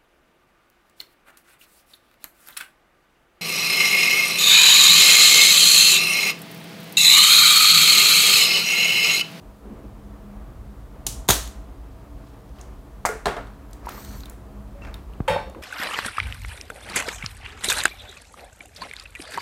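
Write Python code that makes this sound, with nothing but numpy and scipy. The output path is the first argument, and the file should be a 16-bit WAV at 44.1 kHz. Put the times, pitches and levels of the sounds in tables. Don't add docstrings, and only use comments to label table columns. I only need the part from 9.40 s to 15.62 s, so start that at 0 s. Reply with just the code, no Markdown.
import sys
import numpy as np
from scipy import signal
from scipy.fft import rfft, irfft
from scipy.io import wavfile
from scipy.ndimage import uniform_filter1d

SR = 44100
rng = np.random.default_rng(int(sys.argv[2]) if len(sys.argv) > 2 else 0)


def convert_level_to_amplitude(level_db):
    exponent = np.asarray(level_db, float) / 20
    return 10 ** exponent


def bounce(signal):
    frames = np.transpose(np.atleast_2d(signal))
    limited = np.clip(frames, -1, 1)
    pcm = np.round(limited * 32767).astype(np.int16)
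    wavfile.write(sys.argv[1], SR, pcm)


N = 274346
T = np.arange(N) / SR

# (frequency [Hz], level [dB], t60 [s])
BARREL_MODES = [(3558, -30.5, 0.01), (3854, -15.5, 0.024), (6226, -14, 0.018), (7050, -17, .02),
                (9100, -15.5, 0.011)]
# (frequency [Hz], level [dB], t60 [s])
BENCH_MODES = [(436, -12, 0.3), (592, -7, 0.17), (716, -1, 0.15), (725, -13, 0.15), (910, -25, 0.056),
               (1125, -6, 0.2), (1310, -2.5, 0.15), (1420, -2.5, 0.23), (1630, -9, 0.14), (1920, -11, 0.14),
               (2120, -33, 0.085)]
# (frequency [Hz], gain [dB])
STAND_COLOUR = [(300, -28), (520, -5), (900, 7), (1500, 16.5), (3000, 9.5), (5000, -14), (9000, -7.5),
                (16000, -23)]
# (frequency [Hz], gain [dB])
SLEEVE_COLOUR = [(90, -31), (200, 14), (500, 3.5), (800, -9), (3000, -38)]


def pump_latch():
    # (time [s], peak [dB], rattle decay [ms], treble [dB])
    hits = [
        (1.6652, -15.5, 6, 2),
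        (1.6664, -20, 1.4, 14),
        (1.6677, -10, 1.2, 8),
        (1.6722, -15, 1.8, 4.5),
        (1.683, -28, 5.3, -2.5),
    ]
    # (frequency [Hz], gain [dB])
    body = [(180, -26.5), (300, 6), (519, -11.5), (828, 11), (946, -7.5), (1810, -11.5), (3640, -4.5),
            (4910, -6.5), (6410, -5), (13100, -8.5), (16000, -18)]
    return strike(hits, body, BARREL_MODES[2:], body_db=0.15, ring_db=-12.5)


def pump_slam():
    # (time [s], peak [dB], rattle decay [ms], treble [dB])
    hits = [(1.8808, -22, 5, 4), (1.8870, -2, 5.8, 0.5), (1.8895, 2.5, 2.5, -4), (1.894, -2.5, 2.7, 1.5),
            (1.9005, 4, 1.9, 0.5), (1.903, 2.5, 3.3, -0.5), (1.9064, 4, 2.2, 3.5), (1.910, -12, 12, 4),
            (1.919, -13, 4, 3), (1.93, -17, 25, 1.5), (2.075, -22, 2.7, -2)]
    # (frequency [Hz], gain [dB])
    body = [(88, -23), (150, -3), (589, 0), (716, -3), (1260, -5), (1660, -2.5), (2810, -8.5), (3620, 0),
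            (5790, -13.5), (6640, 4), (7320, -7), (15100, -8.5), (16000, -28.5)]
    return strike(hits, body, BARREL_MODES, body_db=0.1096, ring_db=-9.5)


def pump_down():
    # (time [s], peak [dB], rattle decay [ms], treble [dB])
    hits = [
        (3.6522, -10.5, 4.2, -3),
        (3.6552, -13.5, 3.4, 8.5),
        (3.661, -15, 8.8, 4),
        (3.689, -15, 2.7, -3),
        (3.700, -32.5, 42, -20),
    ]
    # (frequency [Hz], gain [dB])
    body = [(120, -40), (200, -8), (328, -6), (883, 7.5), (1180, 0.5), (2090, 3), (2910, -18),
            (6050, -13.5), (6760, -10.5), (14100, -20.5), (16000, -27)]
    return strike(hits, body, BENCH_MODES, body_db=4.3, ring_db=-20.0)


def iron_down():
    # (time [s], peak [dB], rattle decay [ms], treble [dB])
    hits = [
        (3.8565, -10.5, 7.3, 4.5),
        (3.863, -14.5, 5.5, -7),
        (3.8685, -10.5, 5.4, 0),
        (3.880, -12, 11.3, -7.5),
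        (3.9658, -24, 1.8, 6),
        (3.968, -23, 16, -7),
        (4.07, -42, 3.6, 11),
    ]
    # (frequency [Hz], gain [dB])
    body = [(120, -3), (200, 1.5), (340, -9), (409, 9.5), (491, 4), (696, 3.5), (836, 3.5), (1210, -0.5),
            (2420, -8.5), (3800, -13), (5000, -20), (8420, -23.5), (16000, -37)]
    return strike(hits, body, BENCH_MODES, body_db=5.5, ring_db=-19.0)


def stand_base():
    # (time [s], peak [dB], rattle decay [ms], treble [dB])
    hits = [(5.8785, -13.5, 2.9, 0.5), (5.8815, -28, 9.8, 7), (5.883, -36, 40, 16), (5.899, -24, 6, -6),
            (5.908, -26, 6, -7), (5.938, -26.5, 10, -19), (5.962, -36, 5, -6), (5.985, -40, 47, -7),
            (6.07, -42, 5.1, -5), (6.148, -42.5, 7.1, -12), (6.185, -51, 7.3, -19)]
    # (frequency [Hz], level [dB], t60 [s])
    modes = [(474, -9, .15), (522, 2, .17), (575, -3, .18), (840, -9, .2), (877, -3, .2), (951, -12, .14),
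             (1090, -17, .1)]
    return strike(hits, STAND_COLOUR, modes, body_db=-6, ring_db=-3)


def stand_frame():
    # (time [s], peak [dB], rattle decay [ms], treble [dB])
    hits = [
        (5.878, -39, 1.8, -6),
        (5.8812, -15.5, 1.4, -0.5),
        (5.887, -21, 13, -2),
        (5.897, -24, 17, 1.5),
        (5.912, -26, 28, -3),
        (5.932, -28, 15, -1),
        (5.962, -33, 8, -36),
        (5.975, -23.5, 16, -16),
    ]
    # (frequency [Hz], level [dB], t60 [s])
    modes = [(1210, -12, .12), (1350, -13, .12), (1550, -5, .2), (1720, -13, .12), (1870, -9, .15),
             (2300, -18, .3), (2584, -19, .3), (2850, -23, .15), (2982, -21, .2), (3400, -25, .12),
             (3566, -20, .5), (2050, -14, .25), (2220, -13, .25), (2420, -14, .35), (2680, -14, .35),
             (3230, -13, .2), (3660, -13, .55), (3740, -17, .4), (4226, -24, .3), (4404, -12, .48),
             (4640, -24, .19), (5330, -28, .4), (5500, -30, .5), (6190, -29, .2), (6520, -29, .25),
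             (6710, -30, .2), (7060, -26, .3), (7710, -25, .2), (8380, -25, .25), (9140, -25, .3),
             (9340, -24, .2), (10600, -33, .2), (11500, -32, .2), (12100, -33, .2), (12760, -33, .2),
             (13900, -34, .2)]
    lands_s, landing_s, damping_db = 5.962, .012, -5
    ringing = strike(hits, STAND_COLOUR, modes, body_db=-13, ring_db=-8)
    return ringing * convert_level_to_amplitude(damping_db * np.clip((T - lands_s) / landing_s, 0, 1))


def thuds():
    # (time [s], peak [dB], frequency [Hz], t60 [s])
    bench = [(1.668, -36, 52.7, 0.27), (1.8914, 1.5, 756, 0.0055), (1.895, -21.5, 56, 1.1),
             (1.894, -11, 93.5, .097), (1.906, -12.5, 425, 0.034), (3.6512, -4, 1050, 0.008),
             (3.6515, -13, 1700, .012), (3.653, -19, 2000, .015), (3.653, -19.5, 790, 0.044),
             (3.651, -30, 1800, 0.021), (3.693, -21.5, 436, 0.16), (3.694, -28, 500, 0.071),
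             (3.704, -29, 480, .05), (3.7215, -28, 530, .05), (3.733, -26, 445, 0.099),
             (3.755, -29.5, 426, .06), (3.675, -28, 2080, .05), (3.6885, -22, 1340, .012),
             (3.6605, -18, 830, .02), (3.8685, -24, 4100, .015), (3.868, -16, 700, .03),
             (3.908, -32, 2800, .02), (3.978, -31, 700, .04), (3.988, -23, 600, .03),
             (3.8565, -23, 4160, 0.022), (3.966, -21.5, 600, 0.05)]
    # (time [s], peak [dB], frequency [Hz], t60 [s])
    knocks = [(4.447, -36, 1210, 0.017), (4.470, -18, 946, .032), (4.489, -17, 1230, 0.011),
              (4.578, -30.5, 1155, 0.044), (4.835, -31.5, 4000, 0.012), (4.856, -44, 3750, .013),
              (5.35, -39, 565, .3), (5.42, -39.5, 2700, 0.18), (5.542, -30.5, 3660, 0.022)]
    # (time [s], peak [dB], frequency [Hz], t60 [s])
    bump = [
        (5.804, -4, 118, 0.016),
        (5.8054, -16.5, 1050, 0.0032),
    ]
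    # (time [s], peak [dB], frequency [Hz], t60
    # [s])
    stand = [(5.879, -26, 3180, 0.043), (5.888, -28, 95, 0.47), (5.90, -26, 167, 0.29),
             (5.962, -14.5, 570, 0.067), (5.963, -15, 869, 0.11), (6.148, -31.5, 1050, 0.022),
             (5.975, -22, 877, 0.21), (5.99, -45, 3660, .35), (5.975, -37, 2293, .2),
             (6.01, -54.5, 5520, 0.33), (6.148, -42.5, 2640, 0.026)]
    # (time [s], peak [dB], frequency [Hz], t60 [s])
    dips = [
        (5.8031, -5.5, 460, 0.0029),
        (3.6517, -8, 980, 0.0051),
        (3.966, -15, 700, 0.0053),
    ]
    outward = sum(thud(*row) for row in bench + knocks + bump + stand)
    return outward - sum(thud(*row) for row in dips)


def zoom_motor():
    # (time [s], gear mesh [Hz])
    speed_points = [(4.485, 1120), (4.52, 1190), (4.60, 1450), (4.66, 1550), (4.71, 1550), (4.76, 1414),
                    (4.795, 1280), (4.82, 1200), (4.86, 980)]
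    # (multiple of mesh [1], level [dB])
    gear_orders = [(4, -11), (5.5, -10), (8, -3), (9, -8), (10, -1), (11, -2), (12, -6), (13, -3),
                   (14, -10)]
    # (frequency [Hz], gain [dB])
    gear_case = [(8600, 0), (9200, -14), (11000, -12), (12000, 0), (16000, 0)]
    # (frequency [Hz], level [dB], t60 [s])
    lens_barrel = [(4450, -20, .014), (6100, -27, .008), (7100, -29, .010), (8300, -29, .010)]
    # (frequency [Hz], gain [dB])
    camera_colour = [(1470, -27), (2500, -13), (2940, 1), (3490, -1.5), (4440, -1.5), (4840, 8), (5390, -1),
                     (6200, 6.5), (7590, 0), (8400, 5), (10700, -3), (13300, 5), (16000, -8)]
    top_speed_db, db_per_octave = -15, 17
    start_ms, stop_ms, coasts_s = 6, 25, 4.81

    s, hz = np.transpose(speed_points)
    speed_hz = uniform_filter1d(np.interp(T, s, hz), SR // 50)
    push_hz_per_s = np.gradient(speed_hz) * SR
    speeding_up = np.clip(push_hz_per_s / 1300, .5, 2.2)
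    braking = np.clip(-push_hz_per_s / 3000, .5, 1.2)
    load = np.maximum(speeding_up, braking)

    turns = np.cumsum(speed_hz * (1 + .001 * walk(40))) / SR
    teeth = sum(convert_level_to_amplitude(gain_db + 3.0 * walk(20)) * np.sin(2 * np.pi * k * turns) for k, gain_db in gear_orders)
    teeth = level(colour(teeth, gear_case), -5) * (T < s[-1])

    hiss = noise() * convert_level_to_amplitude(1.5 * walk(300))
    ring = sum(convert_level_to_amplitude(gain_db) * resonate(hiss, f, t60) for f, gain_db, t60 in lens_barrel)
    coast = convert_level_to_amplitude(slope(coasts_s, 0, np.inf, stop_ms))
    whine = .02 * colour(load * teeth + coast * (hiss + ring), camera_colour)

    on_db = slope(s[0] + 0.013, 0, start_ms, np.inf) - 200 * (T > s[-1] + .1)
    return whine * convert_level_to_amplitude(top_speed_db + db_per_octave * np.log2(speed_hz / hz.max()) + on_db)


def sleeve_drag():
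    # (time [s], peak [dB], rattle decay [ms], treble [dB])
    rubs = [
        (.25, -30, 44, -20),
        (.30, -29.5, 60, -20),
        (.36, -37, 30, -20),
        (.44, -27, 15, -12),
    ]
    return strike(rubs, SLEEVE_COLOUR, [], body_db=0.1, ring_db=0)


def sleeve_return():
    # (time [s], peak [dB], rattle decay [ms], treble [dB])
    rubs = [
        (6.0, -34, 43, -15),
        (6.16, -26, 50, -19),
    ]
    return strike(rubs, SLEEVE_COLOUR, [], body_db=0, ring_db=0)


def scuffs():
    # (loudest at [s], level [dB], swell [ms per 10 dB], fade [ms per 10 dB], treble [dB])
    rubs = [
        (2.87, -62.5, 90, 81, 13.5),
        (3.2, -46.5, 30, 34, 7),
        (4.50, -39.5, 45, 125, 3.5),
        (4.9, -51, 420, 74, -8),
        (5.42, -40, 4.9, 54, 0),
        (5.56, -48.5, 140, 40, -18),
    ]
    # (frequency [Hz], gain [dB])
    body_colour = [(120, -28), (250, 4.5), (600, -0.5), (1300, 0), (2500, -6.5), (4000, -35)]
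    # (frequency [Hz], gain [dB])
    rasp_colour = [(1000, -32), (2500, -4), (5000, -7), (8000, -15.5), (16000, -40)]
    grain = noise() * convert_level_to_amplitude(3.0 * walk(150))
    body = level(colour(grain, body_colour), 0)
    rasp = level(colour(grain, rasp_colour), 0)
    return sum(convert_level_to_amplitude(slope(*shape)) * (body + convert_level_to_amplitude(treble_db - 13.5) * rasp) for *shape, treble_db in rubs)


def ticks():
    # (time [s], peak [dB], ring [Hz], treble [dB])
    clicks = [(3.0919, -44.5, 5480, -19.5), (3.1854, -36, 3050, -17.5), (3.192, -35, 2590, -17),
              (3.212, -29, 6600, -21), (4.3095, -44, 4700, -25), (4.3095, -44, 11500, -10),
              (4.3312, -29, 7700, -9), (4.331, -32, 4300, -12), (4.4615, -40, 10800, -3),
              (4.461, -37, 5400, -2), (4.491, -19.5, 3200, -8.5), (4.6479, -31, 7030, -3),
              (4.6479, -30, 4000, -6), (4.7644, -38, 11500, -8), (4.805, -30, 4100, -22),
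              (4.805, -31.5, 5900, -7), (4.8344, -31, 3980, -24), (4.856, -25, 3680, -10.5),
              (4.8654, -38, 3420, -8), (4.8972, -29.5, 6730, -8), (4.8975, -30, 11500, 4),
              (5.449, -26, 2720, -25.5), (5.4694, -41, 2750, -19), (5.5415, -23.5, 3380, -12),
              (5.7349, -34.5, 2630, -17.5), (6.098, -38, 7000, -25), (6.098, -42, 10200, -25)]
    decay_ms, wide = 2.23, 1.46
    out = 0
    for s, db, hz, treble_db in clicks:
        body = [(hz / wide ** 3, -30), (hz / wide, -10), (hz, 4), (hz * wide, -8), (hz * wide ** 2, treble_db)]
        out = out + place(s, colour(rattle(s, db, decay_ms), body))
    return out


def room(x, gap_s=.005):
    # (frequency [Hz], t60 [s])
    decay = [(150, 0.1834), (500, 0.36), (1500, 0.43), (4000, 0.41), (8000, 0.4), (14000, 0.281)]
    decay_hz, decay_s = np.transpose(decay)
    tail = 0
    for hz in 125 * 2 ** np.arange(0, 7.2, 1 / 3):
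        sos = signal.butter(2, [hz / 1.14, hz * 1.14], "band", fs=SR, output="sos")
        t60 = np.interp(np.log(hz), np.log(decay_hz), decay_s)
        keep = convert_level_to_amplitude(-120 / (t60 * SR))
        stored = signal.lfilter([1 - keep], [1, -keep], signal.sosfilt(sos, x) ** 2)
        tail = tail + np.sqrt(stored) * level(signal.sosfilt(sos, noise()), 0)
    return place(gap_s, tail)


def fan():
    # (time [s], level [dB])
    load_points = [(0, 2), (.14, -9.5), (.43, 2), (.74, -3.5), (1.11, 2), (1.5, -3), (1.7, 7), (1.87, 2),
                   (2.03, 1.5), (2.6, -2), (2.79, 4), (2.94, -2.5), (3.84, -0.5), (4.6, 0), (4.73, 5),
                   (4.92, -2), (5.51, 1.5), (6.22, -1)]
    # (frequency [Hz], density [dB per Hz])
    rumble_colour = [(15, -41), (25, -7.5), (38, -2.5), (54, -4), (69, -5), (81, -21.5), (108, -10),
                     (140, -20), (180, -47), (310, -120)]
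    drone_colour = [(82, -38.5), (140, -2), (172, -9), (205, -2), (232, -14), (284, -1.5), (320, -25.5),
                    (420, -54.5), (700, -120)]
    air_colour = [(180, -25), (300, 1), (312, -12), (350, -2), (371, -5.5), (389, -7.5), (458, -4.5),
                  (567, -9), (630, -6.5), (817, -10.5), (1160, -11.5), (1500, -18), (3000, -29),
                  (3900, -60), (6600, -120)]
    hiss_colour = [(1650, -28.5), (2800, -9), (3150, -2.5), (5560, -8), (13900, -10), (15100, -9.5),
                   (16000, -14)]
    # (frequency [Hz], level [dB])
    lines = [(47.5, -47.5), (56, -46.5), (285.3, -69.5), (360.7, -63.5), (651.4, -60.5), (2606, -84)]
    drone_share, air_share = 0.44, 0.17
    blade_hz, blade_t60_s, blade_mean_db = 204.6, 0.59, -54
    beat_db, beat_s, beat_top_s = 7, 4.3, 0.8
    whistle_hz, whistle_db = 14605, -77

    load_db = np.interp(T, *np.transpose(load_points))
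    rumble = level(colour(noise(), rumble_colour), -41) * convert_level_to_amplitude(load_db + 3.0)
    drone = level(colour(noise(), drone_colour), -50.5) * convert_level_to_amplitude(drone_share * load_db + 1.1)
    air = level(colour(noise(), air_colour), -51) * convert_level_to_amplitude(air_share * load_db + 2.5 + 1.0 * walk(18))
    hiss = level(colour(noise(), hiss_colour), -63)
    blade_db = blade_mean_db + beat_db * np.cos(2 * np.pi * (T - beat_top_s) / beat_s)
    blade = level(resonate(noise(), blade_hz, blade_t60_s), .1) * convert_level_to_amplitude(blade_db + 1.5 * walk(3.995))
    hum = sum(level(resonate(noise(), hz, .7), db) for hz, db in lines)
    whistle = convert_level_to_amplitude(whistle_db + 2.5 * walk(3)) * np.sin(2 * np.pi * whistle_hz * T + 1.5 * walk(30))
    return rumble + drone + air + hiss + blade + hum + whistle


def strike(hits, body, modes, body_db, ring_db):
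    start = min(hit[0] for hit in hits)
    force = sum(place(hit[0] - start, rattle(*hit), size=SR) for hit in hits)
    kick = signal.unit_impulse(256)
    kicks = sum(place(s - start, convert_level_to_amplitude(db) * soften(kick, 2 * treble_db), size=SR) for s, db, _, treble_db in hits)
    drive = kicks + 0.081 * force
    ring = sum((-1) ** k * convert_level_to_amplitude(db) * resonate(drive, hz, t60) for k, (hz, db, t60) in enumerate(modes))
    return place(start, convert_level_to_amplitude(body_db) * colour(force, body) + convert_level_to_amplitude(ring_db) * ring)


def rattle(s, db, decay_ms, treble_db=0):
    age_s = np.arange(SR // 8) / SR
    envelope = (1 - np.exp(-age_s / .0003)) * np.exp(-1000 * age_s / decay_ms)
    return soften(convert_level_to_amplitude(db) * envelope * rng.standard_normal(len(age_s)), treble_db)


def soften(x, treble_db):
    return colour(x, [(2200, 0), (3500, treble_db)])


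def thud(s, db, hz, t60):
    push = np.hanning(int(min(SR / hz / 4, 40)) + 3)
    return place(s, convert_level_to_amplitude(db) * resonate(place(0, push / push.sum(), size=SR), hz, t60))


def resonate(x, hz, t60):
    pole = np.exp(2j * np.pi * hz / SR - np.log(1000) / (t60 * SR))
    return signal.lfilter([1], [1, -pole], x).imag


def colour(x, points):
    hz, db = np.transpose(points)
    size = 2 ** 13
    log_gain = np.interp(np.log(np.fft.rfftfreq(size, 1 / SR) + 1), np.log(hz), db) * np.log(10) / 20
    ceps = irfft(log_gain)
    ceps[1:size // 2] *= 2
    ceps[size // 2 + 1:] = 0
    impulse = irfft(np.exp(rfft(ceps)))[:size // 2]
    return signal.fftconvolve(x, impulse)[:len(x)]


def noise():
    return rng.standard_normal(N)


def level(x, db):
    return x * convert_level_to_amplitude(db) / np.sqrt(np.mean(x ** 2))


def walk(rate_hz):
    k = int(SR / rate_hz)
    return level(uniform_filter1d(uniform_filter1d(noise(), k), k), 0)


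def slope(s, db, rise_ms, fall_ms):
    return db - 1e4 * np.maximum((s - T) / rise_ms, (T - s) / fall_ms).clip(0, .02)


def place(s, x, size=N):
    out, i = np.zeros(size + len(x)), int(s * SR)
    out[i:i + len(x)] = x
    return out[:size]


def scene():
    latch, slam = pump_latch(), pump_slam()
    pump, iron = pump_down(), iron_down()
    base, frame = stand_base(), stand_frame()
    near = ticks() + scuffs() + sleeve_drag()
    blows = latch + slam + pump + iron + base + frame
    wet = convert_level_to_amplitude(-6.5) * latch + convert_level_to_amplitude(-7.5) * slam + convert_level_to_amplitude(-8.5) * pump + convert_level_to_amplitude(-6.5) * iron
    wet = wet + convert_level_to_amplitude(-8) * base + convert_level_to_amplitude(-13) * frame + convert_level_to_amplitude(-8.5) * near
    mix = blows + room(wet) + near + thuds() + zoom_motor() + fan() + sleeve_return()
    return mix[None]


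def band_limit(x):
    return signal.sosfilt(signal.butter(12, 16990, fs=SR, output="sos"), x)


def record(dry):
    bass_cut = signal.butter(6, 38, "high", fs=SR, output="sos")
    treble_cut = signal.ellip(8, .3, 50, 15850, fs=SR, output="sos")
    heard = signal.sosfilt(np.vstack([bass_cut, treble_cut]), dry)
    clipped = 1.485 * np.tanh(heard / 1.752)
    top_cut = signal.ellip(8, .3, 70, 16900, fs=SR, output="sos")
    return band_limit(signal.sosfilt(top_cut, clipped))


dry = scene()
out = record(dry)
bounce(out)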